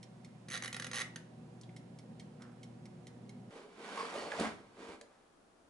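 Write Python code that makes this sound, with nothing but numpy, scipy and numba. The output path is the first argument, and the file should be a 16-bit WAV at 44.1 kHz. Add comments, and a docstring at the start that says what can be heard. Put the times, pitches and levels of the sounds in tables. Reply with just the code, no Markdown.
"""Two scenes of an air fryer on a kitchen counter, close to the right of a two-port microphone. In the first
its fan, air noise with a rising blade tone, runs up to speed over mains hum, and the clockwork ticks.
A hand winds the spring timer, the pawl's bursts ringing the knob; the fingers click off it, the ticking
goes on and something brushes softly nearby. The scene changes at once to a quiet room without the fan: the
basket is dragged out as noise through resonances, knocks against its stop and is pushed a little further."""
import sys
import numpy as np
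from scipy import signal
from scipy.fft import rfft, irfft, next_fast_len
from scipy.io import wavfile
from numba import njit

SR = 44100
rng = np.random.default_rng(int(sys.argv[2]) if len(sys.argv) > 2 else 0)


def generate_wav(signal):
    """Clip the signal to [-1, 1] and save it as 16-bit WAV at the path in sys.argv[1]."""
    frames = np.transpose(np.atleast_2d(signal))
    scaled = np.clip(frames, -1, 1) * 32767
    pcm = np.round(scaled).astype(np.int16)
    wavfile.write(sys.argv[1], SR, pcm)


def invert_db(x):
    """Field ratio 10**(x/20) for x, a level in decibels (scalar or array-like)."""
    u = np.asarray(x, float) / 20
    return 10 ** u


N = 250929
SIZE = next_fast_len(N + SR)   # room for the filters to ring out
HZ = np.maximum(np.arange(SIZE // 2 + 1) * SR / SIZE, 1)
TIME = np.arange(N) / SR
SCENE_CHANGE_S = 3.506
# the two microphone ports: (frequency [Hz], left minus right [dB], left leads by [rad],
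# likeness of fan and knob buzz [0-1], likeness of room [0-1], likeness of basket [0-1])
PORTS = [(100, 0.5, 0.18, 1, 0.89, 0.99), (258, -1, 0.11, 0.94, 0.69, 1), (503, 0, 0, 0.34, 0.25, 1),
         (1000, -2.5, 0.68, 0.3, 0.21, 1), (1900, -5.5, 0.96, 0, 0.033, 0.18),
         (4000, -2.5, 0.82, 0, 0.03, 0.45), (8000, -3, 0.61, 0.7, 0.3, 0.43)]


def rms_one(x):
    """Scale to unit rms."""
    return x / np.sqrt(np.mean(x ** 2) + 1e-20)


def in_time(rows):
    """Columns of a table as curves over time."""
    s, *columns = np.transpose(rows)
    return [np.interp(TIME, s, c) for c in columns]


def at_hz(points, axis=1):
    """One column of a table over the frequency axis, straight in log frequency."""
    points = np.array(points)
    return np.interp(np.log(HZ), np.log(points[:, 0]), points[:, axis])


def shaped(x, gain):
    """Filter by a frequency response."""
    return irfft(rfft(x, SIZE) * gain, SIZE)[..., :N]


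def causal(level_db):
    """Minimum-phase response of a dB curve, so that nothing sounds early."""
    cepstrum = irfft(level_db * np.log(10) / 20, SIZE)
    cepstrum[1:SIZE // 2] *= 2
    cepstrum[SIZE // 2 + 1:] = 0
    return np.exp(rfft(cepstrum))


def humps(bed, modes, share=0.91):
    """A broad dB spectrum with a share of each mode's rise on top, none sharper than plastic allows."""
    least = .025   # smallest half width over frequency
    rise = sum(db / (1 + ((HZ - hz) / max(w, least * hz)) ** 2) for hz, w, db in modes)
    return at_hz(bed) + share * rise


def resonances(modes):
    """Resonators in parallel, signs alternating; modes are (Hz, width Hz, dB)."""
    total = 0
    for k, (hz, w, db) in enumerate(modes):
        total = total + (-1) ** k * invert_db(db) * 1j * HZ * w / (hz ** 2 - HZ ** 2 + 1j * HZ * w)
    return total


def drift(rate):
    """Slow random curve through normal knots, rate of them a second."""
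    knots = np.arange(0, N + SR / rate, SR / rate)
    return np.interp(np.arange(N), knots, rng.standard_normal(len(knots)))


def bursts(times, peaks_db, swell_s, fall_s):
    """Each contact is a short chatter: noise that swells and dies within milliseconds."""
    clicks = np.zeros(N)
    np.add.at(clicks, (np.asarray(times) * SR).astype(int), invert_db(np.asarray(peaks_db)))
    t = np.arange(2000) / SR
    shape = (1 - np.exp(-(t / swell_s) ** 2)) * np.exp(-t / fall_s)
    return signal.fftconvolve(clicks, shape / shape.max())[:N] * rng.standard_normal(N)


def ports(x):
    """A near source on the right reaches the two ports with a level and phase offset."""
    half = invert_db(at_hz(PORTS) / 2) * np.exp(.5j * at_hz(PORTS, axis=2))
    return shaped(x, np.array([half, 1 / half]))


def spread(x, other, axis):
    """Stereo from two unrelated noises, alike as one column of the ports table says."""
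    alike = np.clip(at_hz(PORTS, axis=axis), 0, 1)
    common = shaped(x, np.sqrt((1 + alike) / 2))
    opposed = shaped(other, np.sqrt((1 - alike) / 2))
    return common + opposed * [[1], [-1]]


def fan():
    """Turbulent air through the housing, a wavering blade tone with its octave, and the mains hum."""
    # colour of the air: (frequency [Hz], relative density [dB per Hz])
    air_bed = [(15, -79), (25, -25), (65, -22), (111, -13.5), (185, -1), (252, -5.5), (317, -13.5),
               (379, -12.5), (431, -19), (478, -13.5), (758, -18), (819, -20), (1640, -26.5),
               (10600, -41.5), (11500, -36), (15000, -92), (22000, -120)]
    # cavity resonances: (frequency [Hz], nominal half width [Hz], nominal rise [dB])
    housing = [(155, 9.1, 9), (493, 120, 1.5), (750, 7.7, 9), (962, 10, 6), (2150, 100, -1)]
    # hum before its drift: (frequency [Hz], level [dB rms])
    mains = [(120, -59.5), (240, -63.5), (360, -73.5), (480, -76)]
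    # blade tone, relative: (time [s], level [dB])
    blade_level = [(0.4, -67), (0.55, -71), (2, -71.5), (2.7, -64.5)]
    heater_on_s, load_rise_s = 0.44, 0.064
    air = rms_one(spread(*shaped(rng.standard_normal((2, N)), invert_db(humps(air_bed, housing))), axis=3))
    rumble = shaped(air, 1 / (1 + (HZ / 600) ** 4))
    # the rumble grows as the heater comes on
    rumble_db = np.interp(TIME, [heater_on_s, heater_on_s + load_rise_s], [-56, -54])
    air = invert_db(rumble_db + 0.63 * drift(13.0)) * rumble + invert_db(-57.5) * (air - rumble)
    blade_hz = 186 + 5 * TIME
    turn = 2 * np.pi * np.cumsum(blade_hz) / SR
    blade_db = in_time(blade_level)[0] - 0.5 + 5 * drift(6)
    tones = invert_db(blade_db) * (np.sin(turn) + invert_db(-7.5) * np.sin(2 * turn))
    load = np.clip((TIME - heater_on_s) / .05, .3, 1)   # overtones of the hum grow under load
    for k, (hz, db) in enumerate(mains):
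        peak_db = db + 3 + (2.0 + k) * drift(4.76)   # a sine peaks 3 dB above its rms
        tones += invert_db(peak_db) * np.sin(2 * np.pi * hz * TIME + k) * (load if k else 1)
    return ports(air + tones) * np.clip((SCENE_CHANGE_S - TIME) / 0.0028, 0, 1)


def ticks():
    """Tick and tock of every balance swing, the swings slowing a little: (s, dB, second beat dB)."""
    # free swings: (first tick [s], until [s], first full swing [s], relative level [dB])
    swings = [(0.0279, 0.1, 0.421, -45.5), (1.7629, 3.2, 0.4326, -45.5)]
    tock_share, slowing_s = 0.5175, 0.0025   # place of the swing back; each swing lasts this much longer
    tock_db = -3   # tock against tick
    tick_echo_db, tock_echo_db = -15, -26   # second beat against the first
    rows = []
    for first, until, period, db in swings:
        for k, s in enumerate(np.arange(first, until, period)):
            s += slowing_s * k * (k - 1) / 2
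            rows.append((s, db, tick_echo_db))
            rows.append((s + tock_share * period, db + tock_db, tock_echo_db))
    return np.transpose(rows)


def clockwork():
    """Each tick of the escapement rings the works, with a second beat a few ms later."""
    # clockwork resonances: (frequency [Hz], width [Hz], relative level [dB])
    works = [(1850, 33, -2), (2150, 125, 3), (3150, 200, -2), (3500, 350, -5.5), (4250, 310, -2.5),
             (5420, 165, 0.5), (6230, 350, -6), (7900, 1060, -11.5), (9150, 210, -8.5),
             (11100, 1100, -10.5)]
    s, db, second_db = ticks()
    beats = bursts(np.r_[s, s + .0075], np.r_[db, db + second_db], 0.00044, 0.0059)
    return invert_db(5.5) * shaped(beats, resonances(works))


def echoes(x):
    """Diffuse room tail, alike at both ports in the bass, the treble dying faster."""
    room_t60_s, room_db, wall_cut_hz = 0.4, -7.5, 2200
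    t = TIME[:SR // 2]
    noise = spread(*rng.standard_normal((2, len(t))), axis=4)[:, :len(t)] * (t > .004)
    dull = signal.lfilter(*signal.butter(1, wall_cut_hz, fs=SR), noise)
    tail = dull * invert_db(-60 * t / room_t60_s) + (noise - dull) * invert_db(-60 * t / (0.56 * room_t60_s))
    return invert_db(room_db) * shaped(x, rfft(tail / np.sqrt(np.sum(tail[0] ** 2)), SIZE))


def teeth():
    """Times and strengths of the pawl snaps, one at every whole tooth."""
    # the hand winds the knob: (time [s], teeth turned so far)
    winding_path = [(0.4837, 0), (0.4997, 1), (0.51, 2), (0.5525, 8), (0.573, 10), (0.622, 11),
                    (0.6349, 12), (0.644, 13), (0.6568, 14), (0.6764, 15), (0.727, 16), (0.7431, 17),
                    (0.7642, 18), (0.7964, 19), (0.821, 20), (0.8658, 22), (0.9128, 23), (0.9312, 24),
                    (0.941, 25), (0.9557, 27), (1.0084, 33), (1.0155, 34), (1.1583, 35)]
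    # strength of the snap, relative: (time [s], level [dB])
    snap_level = [(0.484, -35), (0.53, -31), (0.565, -27.5), (0.76, -28), (0.91, -30.5), (0.95, -27),
                  (1.015, -26.5), (1.158, -31.5)]
    tooth_count, tooth_spread_db = 36, 1.2
    s, turned = np.transpose(winding_path)
    s = np.interp(np.arange(tooth_count), turned, s)
    db = np.interp(s, *np.transpose(snap_level))
    return s, db + tooth_spread_db * rng.standard_normal(tooth_count)


def winding():
    """Pawl snaps ring the knob, which beams its modes upward, and buzz the lid: (direct, towards walls)."""
    # timer and lid resonances: (frequency [Hz], nominal half width [Hz], nominal rise [dB])
    knob_modes = [(500, 40, 21), (775, 19, 9), (1150, 21, 12), (1406, 28, 8), (1883, 89, 11),
                  (3000, 90, 11), (3400, 33, 13), (3880, 71, 14), (4350, 100, 12), (5300, 100, 9),
                  (6310, 254, 19.5), (7820, 120, 10), (9500, 200, 12), (10670, 440, 10)]
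    # broad colour of the snap: (frequency [Hz], relative density [dB per Hz])
    knob_bed = [(200, -33), (400, -21.5), (1000, -14.5), (2000, -4.5), (3000, -13.5), (6000, -19),
                (8000, -24), (11000, -20.5), (15000, -36)]
    s, db = teeth()
    snap = bursts(s, db, 0.0015, 0.003)
    knob = invert_db(2.5) * shaped(snap, causal(humps(knob_bed, knob_modes)))
    # the walls hear a flatter snap
    sideways = invert_db(8) * shaped(snap, causal(humps(knob_bed, knob_modes, share=.35)))
    # loose plastic, no clear pitch
    buzz = [bursts(s + 0.004, db - 9, 0.0022, 0.0023) for port in range(2)]
    buzz = spread(*shaped(buzz, causal(at_hz(knob_bed))), axis=3)
    return knob + buzz, sideways


def letting_go():
    """The knob clicks as the fingers leave it, each click a burst through one resonance."""
    # clicks: (time [s], relative level [dB], frequency [Hz], width [Hz])
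    releases = [(1.612, -50, 5820, 3000), (1.633, -47.5, 3500, 900), (1.691, -45, 2150, 300)]
    out = np.zeros(N)
    for s, db, hz, width_hz in releases:
        out += shaped(bursts([s], [db + 2.5], 0.00028, 0.0052), resonances([(hz, width_hz, 0)]))
    return out


def rustle():
    """Soft grainy noise around 1.3 kHz: a brief brush nearby."""
    # the brush: (time [s], level [dB])
    brush_level = [(2.38, -110), (2.40, -61.5), (2.46, -65.5), (2.52, -69), (2.6, -110)]
    noise = rng.standard_normal(N) * invert_db(3 * drift(60))
    noise = rms_one(shaped(noise, resonances([(900, 230, -5.0), (1470, 370, -0.5)])))
    return invert_db(in_time(brush_level)[0]) * noise


def scraping_bands(grains):
    """Swelling and fading bands of scraping noise: judders, a narrow squeal, high patches, a late rustle."""
    # bands: (time [s], half of the sounding length [s], level before the swell [dB],
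    # frequency [Hz], width [Hz])
    bands = [(3.505, 0.18, -56.5, 430, 120), (3.78, 0.045, -55.5, 376, 120), (3.97, 0.08, -44, 1080, 201),
             (4.129, .06, -43.5, 537, 200), (4.155, 0.098, -55, 1850, 30), (4.158, 0.12, -48, 424, 150),
             (4.213, 0.083, -48, 635, 150), (4.319, 0.055, -43, 680, 248), (4.383, 0.054, -40.5, 265, 81),
             (4.434, 0.052, -45, 630, 300), (4.44, 0.05, -45.5, 1500, 199), (4.584, 0.028, -53.5, 300, 80),
             (4.766, 0.076, -56, 330, 150), (4.865, 0.081, -52.5, 326, 150), (3.886, .07, -56, 1545, 80),
             (3.976, .08, -60, 4540, 300), (4.166, .08, -57, 2900, 150), (4.18, 0.095, -58.5, 4350, 300),
             (5.052, 0.23, -69.5, 795, 700)]
    attack = 0.34   # share of the half length spent swelling
    out = np.zeros(N)
    for s, length, db, hz, width_hz in bands:
        i, n = int(s * SR), int(length * SR)
        swell_db = np.interp(np.arange(2 * n) / n, [0, attack, 1, 2], [-6, -1.5, -10, -42])
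        tone = signal.lfilter(*signal.iirpeak(hz, hz / width_hz, fs=SR), grains[i:i + 2 * n])
        out[i:i + 2 * n] += invert_db(db + swell_db) * rms_one(tone)
    return out


@njit
def gliding(x, hz, width_hz, sr):
    """A two-pole resonance whose centre moves."""
    out, r = np.zeros(len(x)), np.exp(-np.pi * width_hz / sr)
    for i in range(2, len(x)):
        driven = x[i] - x[i - 2]
        out[i] = driven + 2 * r * np.cos(2 * np.pi * hz[i] / sr) * out[i - 1] - r * r * out[i - 2]
    return out


def basket():
    """Dense stick-slip grains ring the basket; the cavity behind it and the rails wander in pitch."""
    # basket resonances: (frequency [Hz], nominal half width [Hz], nominal rise [dB])
    basket_modes = [(215, 50, 8.5), (463.3, 6.7, 13.5), (660, 19, 4.5), (1060, 64, 0.5), (1360, 120, -1.5),
                    (1774, 10, -18), (2330, 37, 5), (3080, 130, 1.5), (3450, 72, 2), (4540, 160, 1.5),
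                    (6370, 140, -1.5)]
    # broad colour of the scrape: (frequency [Hz], relative density [dB per Hz])
    basket_bed = [(35, -47), (100, -27), (150, -7), (400, 5), (1000, 11.5), (2500, -9.5), (5000, -17.5),
                  (10000, -25.5), (15000, -33)]
    # how hard the basket slides, setting the hiss: (time [s], relative level [dB])
    slide = [(3.51, -65.5), (3.58, -60.5), (3.69, -71), (3.77, -64), (3.85, -55.5), (3.93, -52),
             (4.0, -49.5), (4.09, -52.5), (4.18, -51), (4.28, -55.5), (4.38, -49.5), (4.42, -43.5),
             (4.51, -55), (4.6, -71.5), (4.72, -73), (4.83, -58.5), (4.94, -59.5), (4.99, -75), (5.2, -75)]
    hiss_db, = in_time(slide)
    swing = hiss_db + 58   # against mean sliding
    grains = rng.standard_normal((2, N)) * invert_db(1.5 * drift(700) + .5 * drift(40))
    body = invert_db(humps(basket_bed, basket_modes))
    low = 1 / (1 + (HZ / 400) ** 4)
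    high = 1 / (1 + (1700 / HZ) ** 4)
    deep = resonances([(105, 110, 0)]) ** 2
    parts = (body * low, body * (1 - low - high), body * high, deep)
    boom, rub, hiss, rumble = (rms_one(spread(*shaped(grains, part), axis=5)) for part in parts)
    wander = 0.11   # share of the pitch
    cavity = rms_one(gliding(grains[0], 483 * (1 + wander * drift(16)), 100., SR))
    rails = rms_one(gliding(grains[1], 1850 * (1 + wander * drift(12)), 160., SR))
    # each layer: a level at mean sliding plus its share of the swing
    scrape = invert_db(swing - 64) * rub + invert_db(swing - 77.5) * cavity
    scrape = scrape + invert_db(hiss_db + 1) * hiss + invert_db(hiss_db - 10.5) * rails
    booming = invert_db(-58.5 + 0.56 * swing) * boom
    # the counter shakes when the basket meets its stop
    stop_s, swell_s, stop_t60_s = 4.4, .15, 1.26   # 60 dB up, 60 dB down
    shake = invert_db(-60.5 - 60 * np.abs(TIME - stop_s) / np.where(TIME > stop_s, stop_t60_s, swell_s))
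    counter = (invert_db(-94 + 0.23 * swing) + shake) * rumble
    moving = (TIME > SCENE_CHANGE_S) * np.clip((slide[-1][0] - TIME) / 0.2, 0, 1) ** 2
    return moving * (scrape + booming + counter) + scraping_bands(grains[0])


def kitchen_air():
    """The steady murmur of an empty room, heard after the scene changes at once to one without the fan."""
    # quiet room: (frequency [Hz], relative density [dB per Hz])
    room_bed = [(12, -42), (20, -6.5), (86, -16), (278, -6.5), (784, -10.5), (849, -12.5), (945, -14),
                (1330, -13.5), (2040, -23), (9800, -31.5), (11500, -30), (15000, -94), (22000, -120)]
    air = spread(*shaped(rng.standard_normal((2, N)), invert_db(at_hz(room_bed))), axis=4)
    return invert_db(-66.5 + np.array([[.6], [-.6]])) * rms_one(air) * (TIME > SCENE_CHANGE_S)


def knocks():
    """A crack as bright as the contact; the shell rings most near the pitch the struck spot favours."""
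    # basket knocks: (time [s], crack level before its decay [dB], contact brightness [Hz],
    # relative ring level [dB], favoured pitch [Hz])
    hits = [(3.977, -45, 2200, -30, 1060), (4.005, -50, 1500, -27.5, 1060), (4.03, -52, 1000, -40.5, 466),
            (4.318, -35.5, 2450, -28, 1690), (4.387, -54, 4000, -27, 660), (4.399, -33.5, 8000, -28.5, 238),
            (4.409, -30, 900, -28.5, 225), (4.455, -32, 1760, -48, 466), (4.584, -48, 600, -62, 300),
            (5.012, -44.5, 6300, -48.5, 590)]
    # shell modes: (frequency [Hz], relative level [dB], time to fall 60 dB [s])
    shell = [(225, -2.5, .11), (300, 7, 0.13), (466, 6, 0.078), (590, -5, 0.11), (660, -2.5, 0.081),
             (907, 0.5, 0.044), (1074, -3, 0.052), (1500, 2, 0.027), (1690, -1.5, 0.036), (1850, -4, 0.023)]
    crack_s, crack_span, favour_db_per_oct = .003, 4.5, 39   # span: ratio of the crack's band edges
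    out, t = np.zeros(N), TIME[:4000]
    mode_hz, mode_db, t60 = np.transpose(shell)[:, :, None]
    modes = invert_db(mode_db - 60 * t / t60) * np.sin(2 * np.pi * mode_hz * t) * (1 - np.exp(-t / 0.0012))
    for s, crack_db, bright_hz, ring_db, hz in hits:
        band = [bright_hz / crack_span, min(bright_hz, 15000)]
        crack = signal.lfilter(*signal.butter(2, band, "band", fs=SR), rng.standard_normal(len(t)))
        crack = invert_db(crack_db) * rms_one(crack) * np.exp(-t / crack_s)
        away_oct = np.abs(np.log2(mode_hz / hz))
        ring = np.sum(invert_db(ring_db - favour_db_per_oct * away_oct) * modes, axis=0)
        i = int(s * SR)
        out[i:i + len(t)] += crack + ring
    return signal.lfilter(*signal.butter(3, 150, "high", fs=SR), out)   # a light shell radiates no deep bass


def scene():
    """All sources of both scenes, the near ones with their echoes."""
    snaps, sideways = winding()
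    clicks = clockwork() + letting_go()
    near = knocks() + rustle() + basket()
    direct = ports(snaps + clicks + near)
    return direct + echoes(sideways + clicks + near.mean(axis=0)) + fan() + kitchen_air()


def roll_off(x):
    """The treble ends steeply here."""
    return signal.sosfilt(signal.butter(12, 12260, fs=SR, output="sos"), x)


def record(dry):
    """The top is cut steeply above 11.2 kHz."""
    cut = signal.sosfilt(signal.cheby2(16, 28, 11200, fs=SR, output="sos"), dry)
    return roll_off(cut)


dry = scene()
out = record(dry)
generate_wav(out)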